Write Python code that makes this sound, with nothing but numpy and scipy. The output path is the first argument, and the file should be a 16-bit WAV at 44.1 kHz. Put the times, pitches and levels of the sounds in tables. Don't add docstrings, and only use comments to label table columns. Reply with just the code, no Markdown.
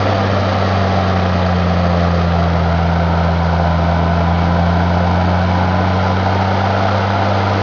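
import sys
import numpy as np
from scipy import signal
from scipy.fft import rfft, irfft
from scipy.io import wavfile
from scipy.ndimage import uniform_filter1d, map_coordinates

SR = 44100
rng = np.random.default_rng(int(sys.argv[2]) if len(sys.argv) > 2 else 0)


def undo_db(level):
    steps = np.asarray(level, float) / 20
    return 10 ** steps


def file_out(sig):
    cols = np.atleast_2d(sig).T
    lim = np.clip(cols, -1, 1)
    pcm = np.round(lim * 32767).astype(np.int16)
    wavfile.write(sys.argv[1], SR, pcm)


N = 336042
CYLINDERS = 6
FREQ = np.fft.rfftfreq(N, 1 / SR) + 1e-3


# [multiple of four-stroke cycle rate, level/dB]
BODY_ORDERS = [(2, -49.5), (8, -44), (9, -38.5), (10, -41.5), (11, -42), (14, -47.5), (15, -38.5),
               (20, -40.5), (22, -49.5), (24, -46)]


def boom(cycle, first_db, second_db):
    fire = CYLINDERS * cycle
    first = undo_db(first_db + 0.36 * walk(9)) * np.cos(fire)
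    second = undo_db(second_db + 0.34 * walk(11)) * np.cos(2 * fire + np.pi)
    third = undo_db(second_db - 18.0 + 2.5 * walk(2.8)) * np.cos(3 * fire + 1.2)
    harmonics = np.sqrt(2) * (first + second + third)
    return harmonics + orders(cycle, BODY_ORDERS, wobble_db=2.5, slip=0.11)


def resonance_db(hz, centre_hz, half_hz, peak_db):
    return peak_db - 10 * np.log10(1 + ((hz - centre_hz) / half_hz) ** 2)


def orders(cycle, table, wobble_db, slip):
    start = rng.uniform(0, 2 * np.pi, len(table))
    total = 0
    for (multiple, db), phase in zip(table, start):
        size = np.sqrt(2) * undo_db(db + wobble_db * walk(3))
        total = total + size * np.cos(round(multiple) * cycle + phase + slip * walk(2))
    return total


# [f/Hz, level per Hz/dB]
GAS_SPECTRUM = [(150, -26.5), (250, -6.5), (350, -0.5), (450, -2), (550, -2.5), (700, -2.5), (850, -2.5),
                (1000, -5.5), (1200, -5.5), (1450, -7), (1700, -15.5), (2200, -23.5), (3000, -51.5)]
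# [multiple of four-stroke cycle rate, level under the gas/dB]
STACK_ORDERS = [(28, -17), (30, -18.5), (36, -22.5), (44, -18.5), (48, -23), (50, -19), (56, -21),
                (58, -22), (66, -28), (74, -23)]
# [f/Hz, width/Hz, lift/dB]
STACK_MODES = [(302, 20, 11.5), (386.5, 43, 7.5), (454, 39, 7.5), (524, 30, 10.5), (606.6, 42, 9),
               (680.7, 44, 11), (765.6, 43, 11), (841, 48, 8.5), (920, 64, 9), (1000, 46, 9.5),
               (1064, 66, 3.5), (1140, 48, 7), (1217, 52, 7), (1296, 58, 7.5), (1377, 61, 7), (1501, 70, 6)]


def roar(cycle, db):
    gas = level(colour(each_turn(cycle, share=.07, renew=6.0), GAS_SPECTRUM), 0)
    gas = gas + orders(cycle, STACK_ORDERS, wobble_db=3.0, slip=0.88)
    beat = throb(cycle, firing=.13, lead=2.9, crank=.12, scatter_db=.55)
    ringing = irfft(rfft(gas) * modes(STACK_MODES), N)
    return level(ringing * beat, 0) * undo_db(db)


# [f/Hz, level per Hz/dB]
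KNOCK_SPECTRUM = [(900, -14.5), (1700, 1.5), (2300, -2.5), (2700, -5.5), (3100, -4.5), (3600, -6.5),
                  (4000, -6), (4400, -8.5), (4800, -9), (5200, -12.5), (5600, -15.5), (6000, -18.5)]


def clatter(cycle, db):
    grains = each_turn(cycle, share=.1, renew=5.8) * undo_db(1.0 * walk(900))
    beat = throb(cycle, firing=.12, lead=.35, crank=.04, scatter_db=.55)
    return level(colour(grains * beat, KNOCK_SPECTRUM), 0) * undo_db(db)


def each_turn(cycle, share, renew):
    place = (cycle / np.pi * 1024).astype(int) % 1024
    first, other = rng.standard_normal((2, 1024))[:, place]
    drift = renew * np.cumsum(walk(4)) / SR
    rattle = np.cos(drift) * first + np.sin(drift) * other
    return np.sqrt(1 - share) * rng.standard_normal(N) + np.sqrt(share) * rattle


def throb(cycle, firing, lead, crank, scatter_db):
    count = (cycle * CYLINDERS / (2 * np.pi)).astype(int)
    strength = uniform_filter1d(rng.standard_normal(N // 100)[count], size=150)
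    turn = np.cos(2 * cycle) + .5 * np.cos(4 * cycle + 1)
    return (1 + firing * np.cos(CYLINDERS * cycle + lead) + crank * turn) * undo_db(scatter_db * strength)


# [f/Hz, width/Hz, lift/dB]
UPRIGHT_PANELS = [(548, 55, 3.5), (1330, 200, 0.5), (1630, 98, 6), (2070, 220, 2), (4615, 160, 4)]
# [f/Hz, width/Hz, lift/dB]
TILTED_PANELS = [(1013, 93, 6.3), (1500, 220, 2.3), (1810, 200, 1.3), (2290, 120, 3.3), (3180, 250, 2.2)]


def window(x, delay_ms, share, tilt):
    dull = irfft(rfft(x) / (1 + (FREQ / 1880) ** 4), N)
    lag = delay_ms * SR / 1000
    echo = map_coordinates(dull, [np.arange(N) - lag], order=1, mode="nearest")
    again = map_coordinates(x - dull, [np.arange(N) - 2 * lag], order=3, mode="nearest")
    heard = rfft((x + share * echo + 0.18 * again) / np.sqrt(1 + share ** 2))
    upright = irfft(heard * modes(UPRIGHT_PANELS), N)
    tilted = irfft(heard * modes(TILTED_PANELS), N)
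    return (1 - tilt) * upright + tilt * tilted


# [f/Hz, level per Hz/dB]
FLOOR_SPECTRUM = [(15, -21.5), (30, -9.5), (55, -9), (80, -4), (120, -2), (160, 0), (220, 2.5), (300, -2.5),
                  (400, -14.5), (600, -48)]


def rumble():
    return level(colour(rng.standard_normal(N), FLOOR_SPECTRUM), -30) * undo_db(2.7 * walk(1.5))


# [f/Hz, level/dB]
MIRROR = [(5512, 0), (5943, -6.5), (6373, -13.5), (6804, -22), (7235, -32.5), (7665, -49), (7900, -66),
          (9000, -73), (11000, -90), (13000, -95)]


def quarter_rate(x):
    step = 4
    low = irfft(rfft(x) * (FREQ < SR / step / 2), N)
    kept = low * step * (np.arange(N) % step == 1)
    return colour(kept, MIRROR)


# [f/Hz, level per Hz/dB]
HISS_SPECTRUM = [(6000, -17.5), (7400, 2.5), (8400, -0.5), (10400, -1), (11000, -6.5), (11800, -11.5),
                 (12300, -16.5), (12800, -19.5)]


def hiss(x):
    treble = np.sqrt(uniform_filter1d(np.diff(x, n=2, prepend=[0, 0]) ** 2, size=500))
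    return level(colour(rng.standard_normal(N), HISS_SPECTRUM), -50.5) * treble


def level(x, db):
    return x * undo_db(db) / np.sqrt(np.mean(x ** 2))


def colour(x, points):
    hz, db = np.transpose(points)
    return irfft(rfft(x) * undo_db(np.interp(np.log(FREQ), np.log(hz), db)), N)


def walk(rate):
    k = int(SR / rate)
    held = np.repeat(rng.standard_normal(N // k + 1), k)
    return 1.062 * uniform_filter1d(uniform_filter1d(held, k), k)[:N]


def modes(table):
    power = 1
    for hz, width, db in table:
        power = power + (undo_db(db) ** 2 - 1) / (1 + (2 * (FREQ - hz) / width) ** 2) ** 2
    return np.sqrt(power)


# [t/s, firing rate f/Hz]
SPEED = [(0, 98.2), (.15, 97.8), (.75, 94.4), (1.55, 88.9), (2.15, 85.85), (2.55, 84.4), (2.75, 84.1),
         (3.15, 84.5), (3.4, 84.25), (3.75, 83.5), (4.25, 85.1), (4.55, 85.85), (5.35, 89.3), (5.95, 92.4),
         (6.75, 97.05), (6.95, 97.7), (7.62, 97.95)]
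# [t/s, tilt 0-1]
TILT = [
    (0, 0.01),
    (2.3, 0.1),
    (2.75, 0.7),
    (3.5, 0.9),
    (5.5, 1),
    (6.2, 0.78),
    (7.62, 0.6),
]


def scene():
    t = np.arange(N) / SR
    hz = np.interp(t, *np.transpose(SPEED))
    tilt = np.clip(np.interp(t, *np.transpose(TILT)), 0, 1)
    cycle = np.cumsum(2 * np.pi * hz / CYLINDERS / SR)

    floor_db = resonance_db(hz, centre_hz=86.4, half_hz=16.5, peak_db=-17)
    cabin_db = resonance_db(2 * hz, centre_hz=172, half_hz=12.5, peak_db=-18.5)
    tones = boom(cycle, floor_db, cabin_db)

    sag = 98 - hz
    gas = roar(cycle, -18.0 - 0.1454 * sag)
    knock = clatter(cycle, -26.5 - 0.23 * sag - 1.52 * tilt)

    delay_ms = 1.623 + tilt * (1.333 - 1.623)
    share = 0.45 + tilt * (0.39 - 0.45)
    return (tones + window(gas + knock, delay_ms, share, tilt) + rumble())[None]


def low_pass(x):
    return signal.sosfilt(signal.butter(12, 12855, fs=SR, output="sos"), x)


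def record(dry):
    from_start = np.arange(N)
    edge = np.minimum(1, np.minimum(from_start, from_start[::-1] + 6) / 60)
    mix = quarter_rate(dry[0] * edge) + hiss(dry[0])
    return low_pass(mix[None])


dry = scene()
out = record(dry)
file_out(out)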